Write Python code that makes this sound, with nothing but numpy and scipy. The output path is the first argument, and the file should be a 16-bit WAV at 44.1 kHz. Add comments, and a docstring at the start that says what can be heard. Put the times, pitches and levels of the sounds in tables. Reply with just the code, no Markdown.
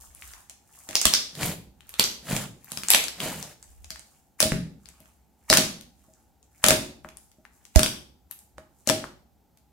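"""Kneading bead-filled slime

Two hands knead bead-filled slime on a wooden desk, close to two microphones in a small live room.
Trapped air bursts in pops made of a ringing cavity and a crack of noise; larger pockets thump and ring the desk.
The sticky skin crackles in random ticks and tiny bubbles, and dragging or thumping makes the desk tremble low.
Two puffs of air hit the microphones, the stronger on the right. A faint hum and room air, both shaped noise,
lie underneath, and the loudest pops overload the recorder."""
import sys
import numpy as np
from scipy import signal
from scipy.fft import rfft, irfft, next_fast_len
from scipy.io import wavfile

SR = 44100
rng = np.random.default_rng(int(sys.argv[2]) if len(sys.argv) > 2 else 0)


def file_out(sig):
    """Save sig as 16-bit WAV at sys.argv[1]."""
    # one column per channel
    cols = np.atleast_2d(sig).T
    # limit, then scale
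    lim = np.clip(cols, -1, 1)
    pcm = np.round(lim * 32767).astype(np.int16)
    wavfile.write(sys.argv[1], SR, pcm)


N = 428648

# bursting bubbles: start_s, level_db (over a millisecond, before the mix gains), pitch_hz (middle of its glide),
# ringing_share (0-1, the rest is crack), left_over_right_db (direct sound only)
BURSTS = [(0.1496, -39, 10200, 1, 5), (0.223, -35, 2140, 0.86, 5), (0.3355, -37, 3570, 0.02, 6),
          (0.4971, -33.5, 7150, 0.48, 0), (0.8893, -27, 7100, 0.08, 2), (0.9095, -31, 2130, 0.2, 1),
          (0.93, -32, 2110, 0.4, 0), (0.9545, -7, 5300, 0.73, 0), (1.0151, -13, 6900, 0.57, -4),
          (1.054, -2.5, 3400, 0.14, -2), (1.1377, -4.5, 4980, 0.82, -4), (1.3525, -33, 4180, 0.24, 3),
          (1.4316, -21.5, 2360, 0.64, 9), (1.4593, -22, 12200, 0.97, 2.5), (1.8068, -45, 2910, .65, 7.5),
          (1.8928, -33.5, 11800, 0.7, 0.5), (1.9401, -31.5, 3350, 0.53, 2), (1.9959, -4.5, 3840, 0.25, -1),
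          (2.0404, -13.5, 5700, 0.94, 2), (2.365, -19.5, 7300, 0.13, -5), (2.645, -41, 12500, 0.87, 11),
          (2.7189, -24, 9400, 0.56, -4), (2.7734, -23, 5700, 0.15, 9), (2.8345, -24.5, 2520, 0.13, 0),
          (2.8854, -14.5, 7230, 0.86, 3), (2.9035, -0.5, 11000, 0.5, 3), (2.9365, -5.5, 3530, 0.79, 2),
          (2.9472, -4, 2555, 0.3, -3), (3.04, -21, 6500, 0.5, 6), (3.0829, -23.5, 4605, .58, 10),
          (3.2031, -21, 2960, 0.65, 1), (3.4271, -27, 6370, 0.4, 5), (3.6276, -38, 7700, 0.75, -1),
          (3.8444, -38.5, 6200, 0.34, 8.5), (3.9049, -25.5, 4790, 0.38, 3), (3.959, -36.5, 1700, 0.5, 4),
          (3.9945, -38.5, 7840, .67, -10), (4.4035, -5.5, 5700, 0.03, 2.5), (4.4269, -8, 3000, .05, -5),
          (4.5199, -19.5, 1820, 0.8, -1.5), (4.8575, -42, 4420, .7, 13.5), (4.888, -40, 7150, 0.6, 12),
          (5.0036, -46.5, 11500, .63, 6.5), (5.0572, -50, 1340, .7, 4), (5.5006, -3, 4780, 0.65, 0.5),
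          (5.528, -2, 1600, 0.52, 1), (5.537, -6.5, 8200, 0, 1), (5.5719, -3, 4670, 0.1, 1),
          (5.8105, -38, 11800, 0.1, 7), (6.1375, -51, 6850, 1, 3), (6.4287, -50.5, 7000, .8, 4),
          (6.641, -3, 1470, .2, 1), (6.6637, -9, 6950, 0.6, 4), (6.6845, -3.5, 6430, 0.08, 5),
          (6.7064, -5, 1550, 0.3, 1.5), (7.0473, -32, 1190, 1, 6), (7.0883, -39, 2220, 0.15, -2.5),
          (7.1711, -37.5, 9200, 0.87, 10), (7.316, -51.5, 7000, .1, 3), (7.4522, -41, 1580, 0.91, 8),
          (7.6526, -41.5, 6770, 0.52, 9), (7.7594, -9.5, 6180, 0.17, -4), (7.7929, -9.5, 3000, 0, 1.5),
          (7.832, -8.5, 5000, 0.27, 4), (7.8618, -17.5, 2800, 0.64, 7), (8.312, -28, 11730, 0.91, 8.5),
          (8.3905, -42.5, 8450, 0.88, 3), (8.5819, -34.5, 1208, 0.87, -4), (8.874, -15, 6600, 0.46, 7.5),
          (8.8901, -11.5, 5200, 0.1, 4.5), (8.8979, -10.5, 1400, 0.18, 12), (9.0413, -26.5, 1234, 1, 5),
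          (9.5731, -52, 12170, 0.17, -3.5)]
# large air pockets collapsing: start_s, thump_pitch_hz (at the start), thump_db, desk_knock_db
COLLAPSES = [(0.8901, 248, -40.5, -34), (1.055, 307, -22, -28), (1.137, 303, -41.5, -37.5),
             (1.436, 170, -22.5, -41), (1.996, 292, -25, -39), (2.329, 174, -18.5, -35),
             (2.719, 203, -36, -42.5), (2.773, 236, -35.5, -45), (2.9466, 269, -28.5, -26),
             (3.204, 261, -33, -37), (3.257, 212, -23.5, -29), (3.906, 234, -47, -47),
             (4.404, 295, -25.5, -25.5), (4.428, 241, -21.5, -21.5), (4.455, 224, -18.5, -23.5),
             (4.5205, 211, -10.5, -31.5), (4.541, 145, -25.5, -46), (5.005, 210, -51, -55),
             (5.502, 263, -17.5, -12.5), (5.546, 216, -18, -19.5), (5.585, 239, -16, -20),
             (6.082, 266, -53, -52), (6.6424, 246, -21, -20.5), (6.664, 234, -20.5, -16.5),
             (6.6858, 280, -23.5, -15), (6.7077, 326, -11, -9), (7.048, 266, -41, -39),
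             (7.384, 330, -48.5, -55), (7.76, 178, -17, -16), (7.793, 283, -13, -23),
             (8.582, 317, -55, -39), (8.874, 312, -22.5, -22), (8.8979, 298, -23, -11.5),
             (9.033, 223, -44, -35.5)]
# tone of squeezed slime: frequency_hz, relative_level_db
SQUELCH_TONE = [(29, -46), (50, -11), (150, 6), (205, 2.5), (306, -3), (526, -14), (561, -16), (623, -11),
                (673, -27), (1100, -31.5), (1430, -48), (2420, -120)]
# tone of fine, bright crackle: frequency_hz, relative_level_db
FIZZ_TONE = [(2200, -30), (4000, -12.5), (7000, 2.5), (11000, -0.5), (15500, -6)]


def amp(db):
    """Decibels to gain."""
    return 10 ** (np.asarray(db) / 20)


def unit(x):
    """Scale to rms 1."""
    return x / np.sqrt(np.mean(x ** 2) + 1e-20)


def impulse(x):
    """Scale each channel to energy 1."""
    return x / (np.linalg.norm(x, axis=-1, keepdims=True) + 1e-12)


def along(points, hz):
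    """Read a value between (Hz, value) points, on a log frequency axis."""
    f, v = np.transpose(points)
    return np.interp(np.log(hz + 1), np.log(f + 1), v)


def filtered(x, response):
    """Multiply the spectrum of x by a function of frequency."""
    size = next_fast_len(x.shape[-1] + 8192)
    hz = np.fft.rfftfreq(size, 1 / SR)
    return irfft(rfft(x, size) * response(hz), size)[..., :x.shape[-1]]


def coloured(x, spectrum):
    """Shape x with a table of levels over frequency, at rms 1."""
    return unit(filtered(x, lambda hz: amp(along(spectrum, hz))))


def add(track, s, sound):
    """Mix a sound into a stereo track at time s."""
    part = track[:, max(round(s * SR), 0):][:, :sound.shape[-1]]
    part += sound[..., :part.shape[-1]]


def swell(s, hold, rise, fall, sag=0):
    """Gain that rises to 1 at time s, sags while held, then falls; the slopes are in dB per second."""
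    t = np.arange(N) / SR - s
    return amp(rise * np.minimum(t, 0) - sag * np.clip(t, 0, hold) - fall * np.maximum(t - hold, 0))


def air_noise():
    """White noise, partly shared by the two microphones."""
    return rng.standard_normal((2, N)) * 0.68 + rng.standard_normal(N)


def narrow(centre_hz, width_hz):
    """A narrow band of noise at rms 1."""
    return unit(filtered(air_noise(), lambda hz: 1 / (1 + ((hz - centre_hz) / width_hz) ** 2) ** 2))


def crackle(spectrum, rate, spread_db):
    """Countless tiny ticks at random times, rate per second, each of its own size and place."""
    count = int(rate * N / SR)
    at = rng.integers(0, N, count)
    size = amp(spread_db * np.minimum(rng.exponential(size=count), 3)) * rng.choice([-1, 1], count)
    channels = []
    for _ in range(2):
        arrival = (at + rng.integers(0, 5, count)) % N
        heard = size * amp(rng.normal(0, 2, count))
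        channels.append(np.bincount(arrival, heard, N))
    return coloured(np.array(channels), spectrum)


def bubbles(rate, hz, scatter, cycles, spread_db):
    """Tiny bubbles, rate per second, each a blip of a few cycles at its own pitch, size and place."""
    count = int(rate * N / SR)
    t = np.arange(SR // 150) / SR
    pitch = np.clip(hz * np.exp(scatter * rng.standard_normal((count, 1))), 600, 14000)
    age = t * pitch / cycles
    size = amp(spread_db * np.minimum(rng.exponential(size=(count, 1)), 3))
    blips = size * age * np.exp(-age) * np.sin(2 * np.pi * pitch * t)
    at = (rng.integers(0, N - len(t), (count, 1)) + np.arange(len(t))).ravel()
    channels = []
    for _ in range(2):
        heard = blips * amp(rng.normal(0, 3, (count, 1)))
        channels.append(np.bincount(at, heard.ravel(), N))
    return unit(np.array(channels))


def room(x, build_s=0.0037, mono_hz=900):
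    """A few near echoes, then a tail that dies band by band, alike in both ears in the bass."""
    # time to die away by 60 dB: frequency_hz, decay_s
    decay_times = [(100, 0.47), (230, 0.65), (500, 0.5274), (1500, 0.38), (4500, 0.4134), (9000, 0.35),
                   (15000, 0.3556)]
    # colour of the tail: frequency_hz, level_db
    tail_tone = [(100, 1.66), (250, 1.5), (1000, -2), (3000, 0.5), (8000, -1.4), (15000, -2.3)]
    # echoes from near surfaces: delay_s, level_db (against the tail's total energy)
    near_echoes = [(.0044, -16), (.0085, -15.5), (.0098, -15), (0.0131, -9.5), (0.0142, -14.5),
                   (.0225, -17.5)]
    hz, t, z = signal.stft(rng.standard_normal((2, SR * 2 // 3)), SR, nperseg=256)
    z = z * amp(along(tail_tone, hz)[:, None] - 60 * t / along(decay_times, hz)[:, None])
    mid = z[0]
    side = z[1] * (hz / np.hypot(hz, mono_hz))[:, None]
    tail = signal.istft(np.array([mid + side, mid - side]), SR, nperseg=256)[1]
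    age_s = np.arange(tail.shape[1]) / SR
    tail = impulse(tail * (1 - np.exp(-(age_s / build_s) ** 2)))
    for delay_s, db in near_echoes:
        # each echo shifts a little every time, and a little between the ears
        arrival = delay_s + rng.normal(0, .0003) + rng.normal(0, .0001, 2)
        tail[[0, 1], np.abs(arrival * SR).astype(int)] += amp(db)
    return signal.fftconvolve(np.atleast_2d(x), impulse(tail), axes=1)


def in_room(x, wet_db):
    """Direct sound plus room, at about unchanged power."""
    return (x + amp(wet_db) * room(x)[:, :N]) / np.hypot(1, amp(wet_db))


def background():
    """Room air as wide shaped noise, and an appliance's hum as narrow bands of noise."""
    # hum bands: centre_hz, width_hz, level_db
    hum_bands = [(67, 4, -70.5), (815, 150, -75)]
    # tone of the room air: frequency_hz, relative_level_db
    air_tone = [(15, -34.5), (25, -13), (70, 2.5), (117, -1.5), (217, -1.5), (489, -12.5), (775, -13),
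                (1070, -22.5), (1440, -20), (1700, -25.5), (3520, -27), (7710, -27), (9320, -30.5),
                (14800, -23.5), (16000, -34)]
    hum = sum(amp(db) * narrow(hz, width) for hz, width, db in hum_bands)
    return hum + amp(-66.5) * coloured(air_noise(), air_tone)


def shudder(after_full_thump_db=-49, db_per_thump_db=0.44, lag_s=0.066):
    """The desk trembles low while the lump is dragged, and for a while after each thump."""
    # the lump dragged over the desk: start_s (at full level), length_s, level_db
    drag_times = [(0.0, 0.34, -55.5), (1.701, 0.37, -59.5), (3.692, 0.17, -49.5), (8.57, .02, -58)]
    rise, drag_fall, jolt_fall = 201.5, 111, 39  # dB per second
    gains = [amp(db) * swell(s, length, rise, drag_fall) for s, length, db in drag_times]
    for s, _, thump_db, _ in COLLAPSES:
        level = amp(after_full_thump_db + db_per_thump_db * thump_db)
        gains.append(level * swell(s + lag_s, 0, rise, jolt_fall))
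    return np.sqrt(sum(gain ** 2 for gain in gains)) * narrow(centre_hz=63.5, width_hz=20)


def peels(wet_db=-1, fizz_db=-1, snap_db=-6):
    """Sparse, faint ticks and blips, mostly skin unsticking from the slime, with a sharper snap now and then."""
    # fingers sliding and peeling off, save the row at 5.43, a faint hiss swelling just before the burst at 5.5:
    # start_s (at full level), length_s, wet_crackle_db, fizz_db
    peel_times = [(0.0, 0.012, -58, -50.5), (0.235, 0.059, -53, -49.5), (0.741, 0.27, -60.5, -54),
                  (1.888, 0.11, -56.5, -59.5), (2.703, 0.22, -50.5, -47), (3.616, 0.54, -71.5, -64),
                  (4.85, 0.23, -66.5, -65.5), (5.43, .05, -72, -66), (5.973, 0.22, -76, -68),
                  (6.586, 0.05, -64.5, -59), (7.194, 0.035, -79, -63), (7.554, .14, -73, -65),
                  (8.379, 0.028, -85, -66), (8.803, 0.051, -74, -63)]
    wet, fizz = sum(amp([[blip_db], [tick_db]]) * swell(s, length, rise=170, fall=110)
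                    for s, length, blip_db, tick_db in peel_times)
    blips = bubbles(rate=220, hz=2000, scatter=.55, cycles=.8, spread_db=4)
    ticks = crackle(FIZZ_TONE, rate=500, spread_db=4.5)
    snaps = crackle(FIZZ_TONE, rate=30, spread_db=3)
    dry_fizz = fizz * (amp(fizz_db) * ticks + amp(snap_db) * snaps)
    return in_room(amp(wet_db) * wet * blips + dry_fizz, wet_db=2.0)


def froth(fizz_db=-27, bubble_db=-28, rise_db_per_s=1600, fall_db_per_s=450, lead_s=.02):
    """A short swell of fine ticks and tiny bubbles around each pop, quick to rise and slower to fade."""
    gain = np.zeros((2, N))
    t = np.arange(SR // 8) / SR - lead_s
    shape = amp(np.minimum(rise_db_per_s * t, -fall_db_per_s * t))
    for s, db, _, _, pan_db in BURSTS:
        add(gain, s - lead_s, amp(db + np.array([[pan_db], [-pan_db]]) / 2) * shape)
    ticks = crackle(FIZZ_TONE, rate=1500, spread_db=4)
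    blips = bubbles(rate=700, hz=2800, scatter=.6, cycles=1, spread_db=4)
    return in_room(gain * (amp(fizz_db) * ticks + amp(bubble_db) * blips), wet_db=-5)


def pops(direct_db=0.5, room_db=-1, drier_db_per_octave=1.34, small_hz=5000, glide=0.11, reach=3.7):
    """A bubble's skin tears with a crack while its opening cavity rings for a few cycles."""
    # tone of a tearing skin: frequency_hz, relative_level_db
    crack_tone = [(150, -21.5), (600, -5), (1600, -5.5), (5000, -3), (10000, -2.5), (16000, -13)]
    life_s, tear_s, bite_s = .00036, .0015, .00025  # ring life at 3000 Hz, crack fade, crack onset
    out, t = np.zeros((2, N)), np.arange(SR // 100) / SR
    for s, db, hz, share, pan_db in BURSTS:
        wet_db = drier_db_per_octave * min(np.log2(hz / small_hz), 0)  # big bubbles sound drier
        share = np.clip(share, 0, 1)
        age = t / life_s * (hz / 3000) ** 0.45  # small cavities die sooner
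        # the pitch rises as the hole widens; each microphone catches another phase
        phase = 2 * np.pi * np.cumsum(hz * (1 + glide * (np.tanh(age) - .5))) / SR
        ring = impulse(age * np.exp(-age * 2.1) * np.sin(phase + rng.normal(0, 0.56, (2, 1))))
        # big bubbles crack more dully than small ones
        noise = coloured(rng.standard_normal((2, len(t))), crack_tone)
        rip = filtered(noise, lambda f: 1 / np.hypot(1, f / (reach * hz)))
        crack = impulse(rip * np.exp(-t / tear_s) * (1 - np.exp(-t / bite_s)))
        mix = np.sqrt(share) * ring + np.sqrt(1 - share) * crack
        pop = amp(db) * np.sqrt(SR / 1000) * mix  # turns energy into level over a millisecond
        add(out, s, pop * amp(direct_db + np.array([[pan_db], [-pan_db]]) / 2))
        add(out, s, room(pop) * amp(room_db + wet_db))
    return out


def pockets(ring_db=-8, room_db=-1, cycles=1.3, knock_life_s=0.0041, sag=.35):
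    """A collapsing pocket thumps and knocks the desk, which rings on unevenly under the damping lump."""
    # ringing modes of the desk and the space over it: pitch_hz, level_db, decay_s (to fall by 60 dB)
    desk_modes = [(109, -18, .5), (151.8, -17, 0.49), (202.4, -15.5, 0.29), (224, -13.5, 0.37),
                  (279.4, -11.5, 0.44), (332.7, -12, 0.43), (364.3, -13.5, 0.47), (431, -17, .3),
                  (538, -6.5, 0.16), (631.4, 1.5, 0.26), (790, -12.5, 0.27)]
    out, t = np.zeros((2, N)), np.arange(SR // 2) / SR
    onset = 1 - np.exp(-t / 0.0007)
    for s, hz, thump_db, knock_db in COLLAPSES:
        fade = np.exp(-t * hz / cycles)
        pitch = hz * (1 - sag * (1 - fade))  # the pitch sags as the skin goes slack
        squelch = coloured(rng.standard_normal(len(t)), SQUELCH_TONE)
        swing = np.sin(2 * np.pi * np.cumsum(pitch) / SR) + 0.38 * squelch
        thump = amp(thump_db) * swing * fade * onset
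        knock_wave = np.sin(2 * np.pi * rng.normal(590, 35) * t)
        knock = amp(knock_db) * knock_wave * np.exp(-t / knock_life_s) * onset
        ring = 0
        for mode_hz, db, decay_s in desk_modes:
            waver = .018 * np.interp(t, t[::220], rng.standard_normal(len(t[::220])))
            phase = 2 * np.pi * (np.cumsum(mode_hz * (1 + waver)) / SR + rng.random())
            ring = ring + amp(db + rng.normal(0, 2.3) - 60 * t / decay_s) * np.sin(phase)
        add(out, s, thump + knock + amp(knock_db + ring_db) * ring * onset)
        add(out, s, amp(room_db) * room(thump + .5 * knock))
    return out


def puff(s, db, hz, life_s, left_db):
    """A jet of air strikes a microphone and swings it slowly for a couple of cycles."""
    out, t = np.zeros((2, N)), np.arange(SR // 5) / SR
    fade = np.exp(-(t / life_s) ** 2)
    swing = -np.cos(2 * np.pi * hz * t + 0.77) * fade * (1 - np.exp(-t / 0.00028))
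    add(out, s, amp([[db + left_db], [db]]) * swing)  # left_db is relative to the right
    return out


def presses(wet_db=-5, fizz_db=-3, bubble_db=-9):
    """Air is squeezed from under the lump: a low squelch beneath dense crackle and tiny bubbles."""
    # palms pressing the lump flat: start_s (at full weight), hold_s, squelch_db, crackle_db
    press_times = [(1.424, 0.099, -31, -28), (2.312, 0.13, -31, -29), (3.235, 0.29, -35.5, -29.5)]
    # tone of the wet skin: frequency_hz, relative_level_db
    wet_tone = [(260, -34), (450, -4), (621, -1.5), (673, -2.5), (1140, -11), (1590, -10.5), (1880, -11),
                (5000, -12), (6500, -45.5), (11000, -120)]
    # dB per second: weight comes on, palms lift, air runs out
    rise, fall, sag = 318, 420, 76.5
    low, wet = sum(amp([[low_db], [crackle_db]]) * swell(s, hold, rise, fall, sag)
                   for s, hold, low_db, crackle_db in press_times)
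    squelch = low * crackle(SQUELCH_TONE, rate=400, spread_db=0.5)
    skin = amp(wet_db) * wet * crackle(wet_tone, rate=1500, spread_db=1.5)
    fizz = amp(fizz_db) * wet * crackle(FIZZ_TONE, rate=3700, spread_db=4.5)
    blips = amp(bubble_db) * wet * bubbles(rate=800, hz=2700, scatter=.5, cycles=1, spread_db=4)
    return in_room(squelch, wet_db=-6.5) + in_room(skin + fizz + blips, wet_db=-7.5)


def scene():
    """Everything that reaches the two microphones."""
    faint_puff = puff(s=1.0545, db=-23, hz=58, life_s=0.023, left_db=-9.5)
    strong_puff = puff(s=7.7595, db=3, hz=63, life_s=0.019, left_db=-33.5)
    hands = peels() + froth() + pops() + pockets() + presses()
    return background() + shudder() + hands + faint_puff + strong_puff


def record(dry, limit=.95, top_hz=15900):
    """The recorder rounds off the loudest peaks and cuts steeply above its band limit."""
    clipped = dry / (1 + np.abs(dry / limit) ** 6) ** (1 / 6)
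    return filtered(clipped, lambda hz: 1 / np.sqrt(1 + (hz / top_hz) ** 120))


dry = scene()
out = record(dry)
file_out(out)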